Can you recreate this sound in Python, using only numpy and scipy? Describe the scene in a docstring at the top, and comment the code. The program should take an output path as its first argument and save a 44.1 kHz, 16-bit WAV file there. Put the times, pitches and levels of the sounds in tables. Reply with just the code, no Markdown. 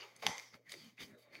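"""Thin rubber rasps on skin as a glove is worked onto a hand, over a wooden table in a quiet kitchen.
Stick-slip friction drives the film in short strokes; creases tick as they let go, taut film squeaks,
and the loose, hollow glove gives soft low flaps. The cuff snaps once against the wrist and sets the
room reverberating. A faint hum lies under it all, and a noise suppressor dulls the quiet moments."""
import sys
import numpy as np
from scipy import signal
from scipy.fft import rfft, irfft
from scipy.io import wavfile
from scipy.ndimage import uniform_filter1d

SR = 44100
rng = np.random.default_rng(int(sys.argv[2]) if len(sys.argv) > 2 else 0)


def bounce(signal):
    """Save signal as a 16-bit WAV file at the path given by the first command-line argument."""
    frames = np.transpose(np.atleast_2d(signal))
    limited = np.clip(frames, -1, 1)
    pcm = np.round(limited * 32767).astype(np.int16)
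    wavfile.write(sys.argv[1], SR, pcm)


N = 61739
T, HZ = np.arange(N) / SR, np.fft.rfftfreq(N, 1 / SR)

# rubbing strokes: full_at_s, rise_s, hold_s, fall_s, level_db, body_db, ring_db, fizz_db
# (the last three relative to level_db)
RUB_STROKES = [ (.006, 0.036, 0.0094, 0.041, -59.5, -3, 0, -18),
               (0.032, 0.013, 0.0063, 0.39, -66.5, 0, 0, -11),
               (0.201, 0.027, 0.022, .02, -73.5, -5.5, -2, -1.5),
               (0.223, 0.0021, 0.045, 0.083, -55.5, 0, 0, -10.5),
               (0.284, 0.022, 0.024, 0.11, -56, 2, -3, -33),
               (0.372, 0.017, 0.021, 0.16, -64, -10.5, -3, -5.5),
               (0.538, 0.022, 0.0092, 0.045, -74, 3, 10.5, -24),
               (0.551, 0.017, 0.0059, 0.027, -82.5, 9.5, -10, 6),
               (0.654, 0.045, 0.028, 0.028, -88, 1, 12, -12),
               (0.702, 0.022, 0.044, 0.013, -61.5, -13.5, -8, -5.5),
               (0.766, 0.075, 0.11, 0.14, -66, -8.5, -5, -8.5),
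               (0.992, 0.017, 0.025, 0.017, -73.5, -2.5, 18, -13),
               (1.005, 0.015, 0.031, 0.055, -57, -10.5, -6.5, -7),
               (1.082, 0.027, 0.031, 0.068, -87, 9, 14, 7.5),
               (1.184, 0.016, 0.047, 0.042, -74, -12, -5.5, 0.5),
               (1.259, 0.061, 0.032, 0.094, -88, 14.5, 15, -26),
               (1.345, 0.046, 0.023, 0.093, -68.5, -2, 8.5, -6.5)]
# low, middle and high spectra of the rubbed film: frequency_hz, gain_db
BODY_SPECTRUM = [(60, -35), (250, -16), (430, 8), (620, 7.5), (850, 3.5), (1250, 3), (1600, -5),
                 (2400, -59), (6000, -75.5)]
RASP_SPECTRUM = [(600, -50), (1600, -16), (2400, 0), (2700, -11.5), (3050, 4.5), (3400, -0.5), (3780, 4),
                 (4080, -7), (4450, 6.5), (4850, 3), (5400, -3), (6200, -2), (6800, -4), (7400, -24),
                 (12000, -55.5)]
FIZZ_SPECTRUM = [(2000, -64), (6000, -20.5), (7500, 3.5), (9500, 4), (11000, 7), (12500, 5), (15500, 4)]
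# creases letting go: start_s, length_s, level_db, tilt_db_per_octave, cutoff_hz, fold_pitch_hz
CREASE_TICKS = [(.0096, 0.0039, -50.5, 2, 5360, 4800), (.163, 0.0036, -57, 10.5, 11000, 6200),
                (0.2257, 0.0025, -44.5, -7, 6030, 900), (0.2623, 0.002, -43.5, -1.5, 12000, 3130),
                (0.381, 0.0014, -39.5, -0.5, 8000, 6240), (0.3968, 0.0017, -44, 4, 6200, 2420),
                (0.5421, 0.0031, -54, -5, 6500, 1317), (0.6945, 0.0033, -50.5, 3.5, 9660, 1800),
                (.7190, 0.0047, -45, 0.5, 11900, 3800), (0.7211, 0.0037, -46.5, 4.5, 12100, 1960),
                (.7394, 0.0023, -44.5, -4, 5000, 1380), (0.845, 0.0034, -63.5, 6, 13700, 11400),
                (1.3532, 0.00026, -35, 1, 4600, 2490)]
# spectrum of a crease: frequency_hz, gain_db
CREASE_SPECTRUM = [(100, -20.5), (700, -8), (1500, -7.5), (2150, 11.5), (2750, -5), (3600, 1), (4050, -3.5),
                   (4550, 5.5), (5500, -4), (7600, -5.5), (11000, -8.5), (15500, -30.5)]
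# reflections from the table and the body: delay_s, gain_db
EARLY_ECHOES = [(.0058, -16.5), (.0104, -12.5)]
# taut film singing: middle_s, length_s, pitch_hz, width_hz, level_db, glide_hz_per_s
FILM_SQUEAKS = [(0.02, 0.055, 2910, 454, -56, -3000), (0.043, 0.05, 1087, 305, -60.5, -1500),
                (0.237, 0.013, 850, 335, -45.5, -5000), (.335, 0.036, 840, 221, -54, -1000),
                (0.337, 0.031, 2010, 200.7, -53.5, 1997.5), (0.487, .1, 5350, 890, -67.5, -8000),
                (.68, 0.041, 1890, 330, -61.5, -6000), (0.797, 0.13, 4640, 328, -62.5, -1000),
                (0.823, .11, 3270, 170, -68.5, -5000), (.982, 0.0047, 2280, 610, -54, -9000),
                (1.014, 0.045, 3620, 328, -56, 2000), (1.131, 0.098, 1810, 700, -66, -7000),
                (1.19, 0.25, 3780, 260, -76, -900), (1.231, 0.084, 4570, 260, -74.5, -1500),
                (1.369, 0.097, 4480, 280, -65.5, 2000)]
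# flaps of the hollow glove: middle_s, length_s, pitch_hz, width_hz, level_db
GLOVE_FLAPS = [(0.039, 0.066, 401, 81, -64.5), (0.203, 0.13, 204, 157, -74.5),
               (0.259, 0.033, 434, 144, -51.5), (0.272, 0.0095, 183, 124, -54),
               (0.289, 0.058, 194, 125, -49), (0.549, 0.025, 166, 173, -61.5),
               (0.594, 0.079, 533, 200, -69), (0.703, 0.049, 169.3, 90, -70),
               (0.744, 0.03, 450, 267, -58.5), (0.774, 0.04, 352, 112, -62), (0.859, 0.061, 220, 56.4, -59),
               (0.801, 0.096, 153, 80.6, -70), (0.93, .02, 208, 95, -71), (1.029, 0.055, 205, 180, -56.5),
               (1.08, 0.039, 266, 70, -63), (1.121, 0.057, 220, 108, -59.5), (1.121, 0.11, 380, 192, -66.5),
               (1.163, 0.14, 606, 88, -69), (1.18, 0.048, 452, 70, -64), (1.3, 0.2, 603, 43, -70),
               (1.377, 0.16, 283, 270, -66.5)]
# spectrum of the cuff's crack: frequency_hz, gain_db
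CRACK_SPECTRUM = [(60, -50.5), (200, -9.5), (500, -33), (800, 2.5), (1200, -2.5), (1600, -2), (2200, 1),
                  (2650, 7.5), (3200, 5), (3700, 4.5), (4050, -1), (4600, -2), (5400, -1), (6100, -2),
                  (7000, -14.5), (9600, -20), (11000, -13), (12500, -22.5), (15500, -31)]
# smaller slaps after the crack: delay_s, gain_db
CUFF_SLAPS = [(.00075, -6.5), (.0017, -14.5), (.0042, -15.5), (.0078, -15)]
# the kitchen's reverberation time: frequency_hz, t60_s
ROOM_DECAY = [(100, 0.37), (300, 0.32), (900, 0.39), (2100, 0.56), (6000, 0.51), (10000, 0.39),
              (16000, 0.18)]
# starting spectrum of the reverberation: frequency_hz, gain_db
ROOM_SPECTRUM = [(100, 3), (500, -6.5), (1000, 6), (1450, -6), (2050, 1), (2700, -23), (3300, -9.5),
                 (4500, -8), (6000, 2), (7500, 5), (11000, 0), (16000, 3.5)]
# spectrum of the still air: frequency_hz, gain_db
AIR_SPECTRUM = [(20, -4), (55, -21), (90, -0.5), (140, -6), (250, 8.5), (600, -9.5), (1200, -15.5),
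                (4000, -25), (8000, -21.5), (16000, -14)]

BAND_LIMIT_HZ = 15900


def amp(db):
    """Decibels to amplitude ratio."""
    return 10 ** (np.asarray(db) / 20)


def unit(x):
    """Normalises to rms 1."""
    return x / np.sqrt(np.mean(x ** 2) + 1e-20)


def read(points, hz):
    """Interpolates a table on a log-frequency axis."""
    frequency, value = np.transpose(points)
    return np.interp(np.log(hz + 1), np.log(frequency + 1), value)


def add(mix, start_s, sound):
    """Superposes a sound on the mix."""
    part = mix[max(round(start_s * SR), 0):][:len(sound)]
    part += sound[:len(part)]


def shaped(x, gain):
    """Filters by a gain per frequency, to rms 1."""
    return unit(irfft(rfft(x) * gain, N))


def resonance(pitch_hz, width_hz):
    """Lorentzian response of a resonance."""
    return 1 / (1 + ((HZ - pitch_hz) / (width_hz / 2)) ** 2)


def click(spectrum, tilt_db=0, size=2048):
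    """Minimum-phase impulse response of a spectrum, with energy 1."""
    hz = abs(np.fft.fftfreq(size, 1 / SR))
    log_gain = np.log(amp(read(spectrum, hz) + tilt_db * np.log2(np.clip(hz, 500, 9000))))
    response = np.exp(np.conj(signal.hilbert(log_gain)))
    pulse = np.fft.ifft(response).real[:size // 2]
    return pulse / np.linalg.norm(pulse)


def friction(slips_per_s=4300, spread_db=5.5, slide_share=0.65):
    """Stick-slip friction: random impulses of uneven size over the noise of smooth sliding."""
    sizes = amp(spread_db * np.minimum(rng.exponential(1, N), 4))
    slips = sizes * rng.choice([-1, 1], N) * (rng.random(N) < slips_per_s / SR)
    return (1 - slide_share) * unit(slips) + slide_share * rng.standard_normal(N)


def rubbing():
    """Forced vibration: friction drives the film's resonances in strokes that swell, hold and die."""
    drive, out = friction(), np.zeros(N)
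    body, rasp, fizz = (shaped(drive, amp(read(spectrum, HZ)))
                        for spectrum in (BODY_SPECTRUM, RASP_SPECTRUM, FIZZ_SPECTRUM))
    ring = shaped(drive, resonance(pitch_hz=2143, width_hz=560))
    for full_at_s, rise_s, hold_s, fall_s, level_db, body_db, ring_db, fizz_db in RUB_STROKES:
        drop_db = 20 * (np.maximum(full_at_s - T, 0) / rise_s
                        + np.maximum(T - full_at_s - hold_s, 0) / fall_s)
        film = rasp + amp(body_db) * body + amp(ring_db) * ring + amp(fizz_db) * fizz
        out += amp(level_db - drop_db) * film
    return out


def background(air_db=-79, hum_db=-79, hum_hz=120):
    """Ambient noise floor: broadband air and the pure tone of an appliance's hum."""
    air = shaped(rng.standard_normal(N), amp(read(AIR_SPECTRUM, HZ)))
    hum = unit(np.sin(2 * np.pi * hum_hz * T))
    return amp(air_db) * air + amp(hum_db) * hum


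def creases(fold_db=10.5, fold_width_hz=230):
    """Transient excitation: a crease lets go in one slip and a burst of smaller ones, ringing its fold."""
    out, t = np.zeros(N), T[:1024]
    first_slip = 4 * (t == 0)
    for start_s, length_s, level_db, tilt_db, cutoff_hz, fold_hz in CREASE_TICKS:
        slips = first_slip + rng.standard_normal(len(t)) * np.exp(-(t / length_s) ** 2)
        burst = np.convolve(slips, click(CREASE_SPECTRUM, tilt_db))
        fold = signal.lfilter(*signal.iirpeak(fold_hz, fold_hz / fold_width_hz, fs=SR), burst)
        burst += (amp(fold_db) - 1) * fold
        softness = signal.butter(4, cutoff_hz, fs=SR, output="sos")  # soft folds lack the top
        tick = signal.sosfilt(softness, burst)
        add(out, start_s, amp(level_db) * np.sqrt(length_s * SR) * tick / np.linalg.norm(tick))
    return out


def swell(middle_s, length_s, pitch_hz, width_hz, level_db, glide_hz_per_s=0):
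    """A noise-driven resonance under a Gaussian envelope, with an optional linear glide."""
    envelope = np.exp(-(2 * (T - middle_s) / length_s) ** 2)
    band = signal.hilbert(shaped(rng.standard_normal(N), resonance(pitch_hz, width_hz)))
    glide = np.exp(1j * np.pi * glide_hz_per_s * (T - middle_s) ** 2)
    sound = envelope * (band * glide).real
    return amp(level_db) * sound * np.linalg.norm(envelope) / np.linalg.norm(sound)


def squeaks():
    """Tension sets pitch: sliding film sings higher as it tightens and lower as it slackens."""
    return sum(swell(*row) for row in FILM_SQUEAKS)


def flaps():
    """Damped resonance: the loose, hollow glove folds with soft low puffs."""
    return sum(swell(*row) for row in GLOVE_FLAPS)


def cuff_snap(start_s=0.2665, crack_db=-3, ring_hz=780, ring_t60_s=0.052, ring_db=-37.5):
    """Impact and free decay: the stretched cuff hits the wrist with a crack, slaps and a short ring."""
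    out, crack = np.zeros(N), amp(crack_db) * click(CRACK_SPECTRUM)
    add(out, start_s, -crack)
    for delay_s, gain_db in CUFF_SLAPS:
        add(out, start_s + delay_s, amp(gain_db) * crack)
    add(out, start_s, amp(ring_db - 60 * T / ring_t60_s) * np.sin(2 * np.pi * ring_hz * T))
    return out


def reflected(direct):
    """Comb filtering: early echoes from nearby surfaces interfere with the direct sound."""
    out = direct.copy()
    for delay_s, gain_db in EARLY_ECHOES:
        add(out, delay_s, amp(gain_db) * direct)
    return out


def reverberation(sound, build_s=0.00043):
    """The kitchen's diffuse field decays exponentially, each band at its own rate."""
    hz, t, bands = signal.stft(rng.standard_normal(N), SR, nperseg=256)
    decay_db = 60 * t / read(ROOM_DECAY, hz)[:, None]
    bands *= amp(read(ROOM_SPECTRUM, hz)[:, None] - decay_db)
    tail = signal.istft(bands, SR)[1][:N] * (1 - np.exp(-T / build_s))
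    return signal.fftconvolve(sound, tail / np.linalg.norm(tail))[:N]


def scene():
    """Superposition of glove, room and background, alike in both channels."""
    handling = reflected(rubbing() + creases()) + flaps() + squeaks()
    cuff = cuff_snap()
    room = reverberation(amp(-12.5) * handling + amp(-6.5) * cuff)
    mono = handling + cuff + room + background()
    return np.array([mono, mono])


def record(dry):
    """Downward expansion turns quiet treble down further; a low cut and a band limit follow."""
    split_hz, threshold_db, slope_db_per_db, low_cut_hz = 700, -61, 0.7, 71
    treble = signal.sosfiltfilt(signal.butter(2, split_hz, "high", fs=SR, output="sos"), dry)
    power = uniform_filter1d((treble ** 2).mean(0), size=900)
    level_db = 10 * np.log10(abs(power) + 1e-14)
    gain = amp(slope_db_per_db * np.clip(level_db - threshold_db, -12, 0))
    out = dry - treble + gain * treble
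    out = signal.sosfilt(signal.butter(1, low_cut_hz, "high", fs=SR, output="sos"), out)
    band_limit = signal.firwin(511, BAND_LIMIT_HZ, window=("kaiser", 9), fs=SR)
    return signal.oaconvolve(out, band_limit[None], "same")


dry = scene()
out = record(dry)
bounce(out)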